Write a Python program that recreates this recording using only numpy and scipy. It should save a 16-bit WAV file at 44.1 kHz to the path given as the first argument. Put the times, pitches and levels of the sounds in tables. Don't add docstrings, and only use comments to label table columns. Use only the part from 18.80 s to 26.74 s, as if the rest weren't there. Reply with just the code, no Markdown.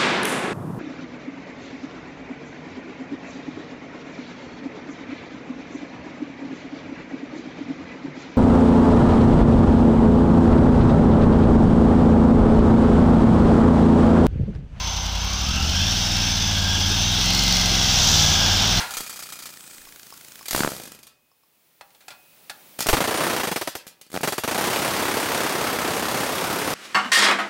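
import sys
import numpy as np
from scipy import signal
from scipy.fft import rfft, irfft
from scipy.io import wavfile
from scipy.ndimage import uniform_filter1d

SR = 44100
rng = np.random.default_rng(int(sys.argv[2]) if len(sys.argv) > 2 else 0)


def materialize(psi):
    bounded = np.clip(np.atleast_2d(psi).T, -1, 1)
    quanta = np.round(bounded * 32767).astype(np.int16)
    wavfile.write(sys.argv[1], SR, quanta)


N = 350154
TIME = np.arange(N) / SR


def amp(db):
    return 10 ** (np.asarray(db) / 20)


def unit_rms(x):
    return x / np.sqrt(np.mean(x ** 2) + 1e-20)


def at_hz(points, hz):
    frequencies, values = np.transpose(points)
    return np.interp(np.log(hz + 1), np.log(frequencies), values)


def curve(rows, s, column=1):
    rows = np.array(rows)
    return np.interp(s, rows[:, 0], rows[:, column])


def add(track, s, sound):
    start = round(s * SR)
    part = track[max(start, 0):max(start + len(sound), 0)]
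    part += sound[max(-start, 0):][:len(part)]


def colour(x, eq, size=4096):
    log_gain = np.log(amp(at_hz(eq, abs(np.fft.fftfreq(size, 1 / SR)))))
    response = np.exp(np.conj(signal.hilbert(log_gain)))
    taps = np.fft.ifft(response).real[:size // 2]
    return signal.oaconvolve(x, taps / np.linalg.norm(taps))[:N]


def ring(x, modes):
    t = TIME[:SR]
    taps = sum(amp(db - 60 * t / t60) / np.sqrt(t60) * np.sin(2 * np.pi * hz * t)
               for hz, db, t60 in modes)
    return signal.oaconvolve(x, taps / np.linalg.norm(taps))[:N]


def chatter(power, grain_db):
    flutter = unit_rms(uniform_filter1d(rng.standard_normal(N), size=30))
    grains = unit_rms(amp(grain_db * flutter))
    return np.sqrt(power) * grains * rng.standard_normal(N)


def contact(hold_s, droop_s, release_s):
    t = TIME[:SR // 4]
    return np.exp(-t / droop_s - np.maximum(t - hold_s, 0) / release_s)


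def beats(pace):
    t = np.arange(pace[0][0], pace[-1][0], 1 / SR)
    cycles = np.cumsum(curve(pace, t)) / SR
    return np.interp(np.arange(cycles[-1]), cycles, t)


def strokes(paces, forces):
    rows = []
    for pace, force in zip(paces, forces):
        times = beats(pace)
        rows += zip(times, curve(pace, times), curve(force, times), curve(force, times, column=2))
    return rows


def falls_on(s, pace, times):
    return np.min(abs(s - np.asarray(times))) < .5 / pace


# (time [s], level [dB], tilt [dB/octave], decay [s], send to the spring [dB])
CLICKS = [(-.002, -23.5, -2.5, 0.055, -2), (3.01, -35.5, -4, 0.0081, -3), (3.105, -53.5, -1, 0.0066, 0),
          (3.148, -49, -0.5, 0.0076, 2), (3.206, -50.5, -0.5, 0.024, 9), (3.282, -32.5, 0, 0.0076, -4),
          (3.305, -38, -2.5, 0.022, 9), (3.697, -25, -1.5, 0.0091, -12)]
# (frequency [Hz], gain [dB])
CLICK_EQ = [(40, -39), (350, -19), (600, -7), (850, -0.3), (1100, -11), (1700, -1.5), (3000, -4.5),
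            (4600, -4), (6000, -8.5), (10000, -10.5), (16000, -21)]
# (frequency [Hz], level [dB], t60 [s])
FRAME_MODES = [(646, -7, 0.12), (800, -0.5, 0.19), (1150, -3, 0.21), (1423, 6, 0.13), (1710, 3, 0.14),
               (1790, -12, .12), (2580, -10, .18), (2680, -3, 0.17), (3450, -8, 0.14), (3600, -11, .14),
               (4300, 0, 0.16)]


def handling():
    clicks, jolts = np.zeros((2, N))
    t = TIME[:SR // 4]
    octaves = np.log2(np.clip(np.fft.rfftfreq(len(t), 1 / SR), 500, 8000) / 2000)
    for s, db, tilt_db, decay_s, jolt_db in CLICKS:
        scrape = irfft(rfft(rng.standard_normal(len(t))) * amp(tilt_db * octaves), len(t))
        click = amp(db) * scrape * np.exp(-t / decay_s)
        add(clicks, s, click)
        add(jolts, s, amp(jolt_db) * click)
    return colour(clicks, CLICK_EQ) + amp(-9) * ring(clicks, FRAME_MODES), jolts


# (frequency [Hz], level [dB], t60 [s])
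SPRING_MODES = [(2482, -1, .35), (2514, 0, 1.3)]


def die_spring(jolts):
    return amp(-24.5) * ring(jolts, SPRING_MODES)


# (frequency [Hz], t60 [s])
ROOM_DECAY = [(150, 1), (1000, 0.55), (4000, 0.29), (9000, 0.19), (16000, 0.17)]


def workshop_reverb(send, predelay_s=0.0087):
    hz, t, noise = signal.stft(rng.standard_normal(SR * 3 // 4), SR, nperseg=256)
    fade = amp(-60 * t / at_hz(ROOM_DECAY, hz)[:, None])
    tail = signal.istft(noise * fade, SR, nperseg=256)[1]
    tail *= TIME[:len(tail)] > predelay_s
    return signal.oaconvolve(send, tail / np.linalg.norm(tail))[:N]


# (time [s], level [dB])
HISS_LEVEL = [(0, -48), (1.6, -47.5), (1.9, -74), (2.45, -64), (3.97, -46), (4.2, -60), (7.94, -66)]
# (frequency [Hz], gain [dB])
HISS_EQ = [(20, -18.5), (80, -8), (160, 2), (320, 0.5), (600, 0), (1500, -5), (2500, -2.5), (4000, -4.5),
           (7000, -8), (10000, -5.5), (13000, -5), (15500, 2)]


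def shop_hiss():
    return amp(curve(HISS_LEVEL, TIME)) * colour(rng.standard_normal(N), HISS_EQ)


# (time [s], level [dB])
LEAK_LEVEL = [(0, -42), (.75, -54.5), (1.5, -53), (1.66, -50.5), (1.8, -31), (2.05, -51), (2.4, -77),
              (2.6, -100)]
# (frequency [Hz], gain [dB])
LEAK_EQ = [(40, -22.5), (200, -15.5), (600, -23), (1500, -5.5), (4000, 0.5), (7000, 2.5), (10000, 0.5),
           (13000, -0.5), (15500, -6.5)]


def valve_leak():
    return amp(curve(LEAK_LEVEL, TIME)) * colour(rng.standard_normal(N), LEAK_EQ)


# (frequency [Hz], gain [dB])
CLANG_EQ = [(40, -27.5), (300, -9.5), (700, -5.5), (1200, -4), (2500, -1), (5000, 1), (7000, -0.5),
            (9000, 1), (11000, -1.5), (13200, 0.5), (14500, -8), (16000, -1)]
# (frequency [Hz], level [dB], t60 [s])
STEEL_MODES = [(1390, -7, .08), (2440, -1, .13), (3278, -8, .12), (4570, -4, .15), (4630, -7, .15),
               (4840, -6, .08), (4960, -3, .2), (5283, -6, .1), (6632, -5, .1), (6890, -4, .1),
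               (7127, -7, .12), (7620, -7, .1), (7890, -7, .09), (8490, -8, .06), (8820, -6, .06),
               (9168, -8, .2), (10067, -7, .1), (12085, -9, .15), (13050, -6, .06)]


def panel(drive, ring_db):
    return colour(drive, CLANG_EQ) + amp(ring_db) * ring(drive, STEEL_MODES)


# (time [s], pace [strokes/s])
IDLE_PACE = [(.107, 32.4), (.527, 30.16), (.988, 28.1), (1.63, 27.5)]
# (time [s], level [dB])
IDLE_TOUCH = [(.13, -31), (.22, -35), (.42, -36), (.67, -39), (.77, -53), (.93, -47.5), (1.05, -58)]
# (frequency [Hz], level [dB], t60 [s])
DIE_MODES = [(1290, 1, 0.029), (1390, 1, 0.038), (1776, -6, .06), (2430, -3, 0.11), (3740, -5, 0.036),
             (5040, 0, .04), (6100, 2, .012), (6900, -1, .05), (7850, 0, 0.04)]


def idle_taps(bounce_db=1, scatter_db=2):
    bounces, knocks = np.zeros((2, N))
    times = beats(IDLE_PACE)
    levels = curve(IDLE_TOUCH, times) + scatter_db * rng.standard_normal(len(times))
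    for s, db in zip(times, levels):
        add(bounces, s, amp(db + bounce_db) ** 2 * contact(hold_s=.014, droop_s=.029, release_s=.0065))
        add(knocks, s + .001, amp([db]) * np.sqrt(SR / 300))
    return panel(chatter(bounces, grain_db=1.5), ring_db=-7) + ring(knocks, DIE_MODES)


# (frequency [Hz], gain [dB])
PUFF_EQ = [(40, -12), (150, -25), (700, -30), (1400, 4), (3000, -0.5), (6500, 2), (11000, -4), (16000, -4)]
# (frequency [Hz], gain [dB])
PUSH_EQ = [(30, -16), (100, -5), (170, 2), (300, -1.5), (600, -19), (1500, -9), (16000, -56.5)]


def exhaust(puff_db=-40, push_db=-30, width_s=.0019, lag_s=.015):
    puffs, pushes = np.zeros((2, N))
    t = TIME[:SR // 50] - .01
    for s in beats(IDLE_PACE):
        add(puffs, s + lag_s + t[0], amp(puff_db) ** 2 * np.exp(-(t / width_s) ** 2))
        add(pushes, s + lag_s, amp([push_db]))
    return colour(chatter(puffs, grain_db=-3.5), PUFF_EQ) + colour(pushes, PUSH_EQ)


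# (time [s], level [dB], length [s])
GUSTS = [(.14, -49, .13), (.88, -61, .33), (1.725, -31, .07), (1.8, -40, .1), (4.08, -27, .035),
         (4.122, -18, .028), (4.14, -37, .06)]
# (frequency [Hz], gain [dB])
GUST_EQ = [(10, -1), (45, -11), (90, -17), (200, -25), (600, -32), (3000, -71)]


def gusts():
    swells = np.zeros(N)
    for s, db, length_s in GUSTS:
        add(swells, s, amp(db) * signal.windows.hann(round(length_s * SR)))
    return swells * colour(rng.standard_normal(N), GUST_EQ)


# (time [s], clang [dB], thump [dB])
STRAY_STROKES = [(0.17, -44, -43), (0.205, -28.5, -33.5), (2.118, -37.5, -44), (2.148, -44, -52),
                 (2.19, -47, -58), (2.23, -42.5, -69), (2.269, -41.5, -64), (3.987, -38, -48),
                 (3.99, -25.5, -28), (4.006, -18.5, -25.5), (4.023, -25, -36), (4.06, -38, -24),
                 (4.067, -20, -22), (5.067, -38, -39.5), (5.078, -39, -61.5), (5.213, -39.5, -52),
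                 (5.265, -51, -58), (5.407, -46, -29), (5.412, -34.5, -43)]
# (frequency [Hz], gain [dB])
ROAR_EQ = [(20, -42.5), (50, -18), (100, -7.5), (200, -2.5), (350, -0.26), (700, -1.16), (1300, -4.5),
           (2000, -7.5), (3200, -12.5), (6000, -19.5), (16000, -37.5)]


def short_strokes(hits, firm_db=-20, push_growth=0.87):
    clanks, pulses, pushes, spits = np.zeros((4, N))
    t = TIME[:SR // 100] - .005
    for s, clang_db, thump_db in hits:
        add(clanks, s, amp(clang_db + 1.56) ** 2 * contact(hold_s=.007, droop_s=.0052, release_s=.0087))
        force_db = thump_db - firm_db
        width_s = .00026 * amp(-.14 * force_db)
        u = t / width_s
        pulse = unit_rms((u ** 2 - 1 + .5 * u) * np.exp(-u ** 2 / 2))
        add(pulses, s - .003, amp(thump_db - 7.5) * pulse)
        push_db = firm_db + push_growth * force_db - 8
        add(pushes, s + .0013, amp([push_db]) * np.sqrt(SR / 200))
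        add(spits, s, amp(thump_db - 4) ** 2 * contact(hold_s=.0044, droop_s=.0049, release_s=.0005))
    thump = pulses - colour(pushes, PUSH_EQ) + colour(chatter(spits, grain_db=7), ROAR_EQ)
    return panel(chatter(clanks, grain_db=3), ring_db=-12.5), thump


# (frequency [Hz], level [dB], t60 [s])
RASP_MODES = [(7950, 0, .006), (8500, -1, .006)]


def panel_slide(start_s=.66, length_s=.44, level_db=-50):
    pressure = np.zeros(N)
    add(pressure, start_s, signal.windows.hann(round(length_s * SR)))
    return amp(level_db) * ring(chatter(pressure, grain_db=2), RASP_MODES)


# (time [s], level [dB])
TICKS = [(1.072, -45), (1.325, -37.5), (1.611, -39.5), (2.516, -58.5), (2.635, -59)]
# (frequency [Hz], level [dB], t60 [s])
TICK_MODES = [(938, -5, .035), (1100, 0.5, 0.034), (5050, -6, .04), (5300, -2.5, .035)]


def distant_ticks(trim_db=-1):
    impacts = np.zeros(N)
    for s, db in TICKS:
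        add(impacts, s, amp([db + trim_db]) * np.sqrt(SR / 250))
    return ring(impacts, TICK_MODES)


# (time [s], pace [strokes/s])
RACE_PACE = [
    [(1.657, 38.15), (1.704, 38.22), (1.75, 66.49), (1.849, 74.39), (2.085, 46.84)],
    [(5.301, 50), (5.325, 85), (5.365, 97), (5.39, 62)],
]
# (time [s], clang [dB], thump [dB])
RACE_FORCE = [
    [(1.657, -31.5, -56), (1.683, -27, -44), (1.709, -23.5, -34), (1.755, -22, -24.5), (1.86, -36.5, -26.5),
     (1.91, -35, -38.5), (2.075, -39, -43.5)],
    [(5.301, -47, -49), (5.33, -38.5, -43), (5.342, -33, -26), (5.373, -37.5, -21.5), (5.387, -44, -50)],
]
SLAMS = [1.747, 1.805, 1.834, 1.846, 1.874, 1.918]


def racing(scatter_db=.9, slam_db=10.5):
    hits = []
    for s, pace, clang_db, thump_db in strokes(RACE_PACE, RACE_FORCE):
        clang_jitter, thump_jitter = scatter_db * rng.standard_normal(2)
        accent_db = slam_db * falls_on(s, pace, SLAMS)
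        hits.append((s, clang_db + clang_jitter, thump_db + thump_jitter + accent_db))
    return hits


# (time [s], pace [blows/s])
POUND_PACE = [
    [(4.087, 22.7), (4.189, 27.53), (4.442, 32.9), (4.595, 28.82), (4.962, 10.27)],
    [(5.432, 24.79), (5.59, 15.07), (5.684, 28.58), (5.842, 32.95), (5.99, 34.2), (6.8, 34), (7.45, 33.5),
     (7.94, 34.6)],
]
# (time [s], clang [dB], roar [dB])
POUND_FORCE = [
    [(4.087, -17, -15.5), (4.129, -21.5, -14), (4.168, -25.5, -19.5), (4.28, -27.5, -21), (4.8, -27, -22.5),
     (4.95, -29, -27.5)],
    [(5.432, -26, -21.5), (5.8, -27, -22), (6.6, -28.5, -23), (7.94, -29.5, -24)],
]


def pounding(full_pace_hz=34, scatter_db=.58, soft_blow_s=6.96, soft_blow_db=-3):
    bright, dull = np.zeros((2, N))
    for s, pace, clang_db, roar_db in strokes(POUND_PACE, POUND_FORCE):
        level_jitter, length_jitter = rng.standard_normal(2)
        rattle_s = .032 * (pace / full_pace_hz) ** 2.2 * (1 + .14 * length_jitter)
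        offset_db = scatter_db * level_jitter + soft_blow_db * falls_on(s, pace, soft_blow_s)
        add(bright, s, amp(clang_db + offset_db) ** 2 * contact(rattle_s, droop_s=.012, release_s=.0054))
        add(dull, s, amp(roar_db + offset_db) ** 2 * contact(rattle_s, droop_s=.026, release_s=.0042))
    rattle = chatter(bright, grain_db=.5)
    roar = colour(chatter(dull, grain_db=1), ROAR_EQ)
    return panel(rattle, ring_db=-25) + singing(rattle), roar


# (time [s], length [s], frequency [Hz], level relative to the blows [dB], t60 [s])
SINGING_MODES = [(4.21, .3, 9620, -10, .2), (4.5, .35, 9620, -14.5, .2), (5.68, 1.25, 9620, -14.5, .2),
                 (6.79, .08, 1340, -4, .025), (6.95, .08, 1340, -2, .025), (7.08, .45, 9620, -16, .2),
                 (7.63, .1, 1450, -2, .02), (7.7, .4, 9620, -14.5, .2)]


def singing(rattle, taper=.48):
    tones = np.zeros(N)
    for s, length_s, hz, db, t60 in SINGING_MODES:
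        swell = np.zeros(N)
        add(swell, s, signal.windows.tukey(round(length_s * SR), taper))
        tones += amp(db) * swell * ring(rattle, [(hz, 0, t60)])
    return tones


def scene():
    clang, roar = pounding()
    clank, thump = short_strokes(STRAY_STROKES + racing())
    clicks, jolts = handling()
    clicks_and_ticks = clicks + distant_ticks()
    taps = idle_taps()
    puffs_and_rasp = exhaust() + panel_slide()
    spring = die_spring(amp(6) * (clank + puffs_and_rasp) + amp(3) * jolts + amp(-1) * taps)
    details = clicks_and_ticks + puffs_and_rasp
    send = amp(-2) * clang + amp(-6) * clank + amp(-18) * taps + amp(-14) * details + amp(-21) * thump
    room = workshop_reverb(send)
    air = shop_hiss() + valve_leak() + gusts()
    return (clang + roar + clank + thump + taps + details + spring + room + air)[None]


def record(dry):
    ceiling, cutoff_hz = .8, 15850
    saturated = ceiling * np.tanh(dry / ceiling)
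    lowpass = signal.firwin(511, cutoff_hz, window=("kaiser", 9), fs=SR)
    return signal.oaconvolve(saturated, lowpass[None], "same")


dry = scene()
out = record(dry)
materialize(out)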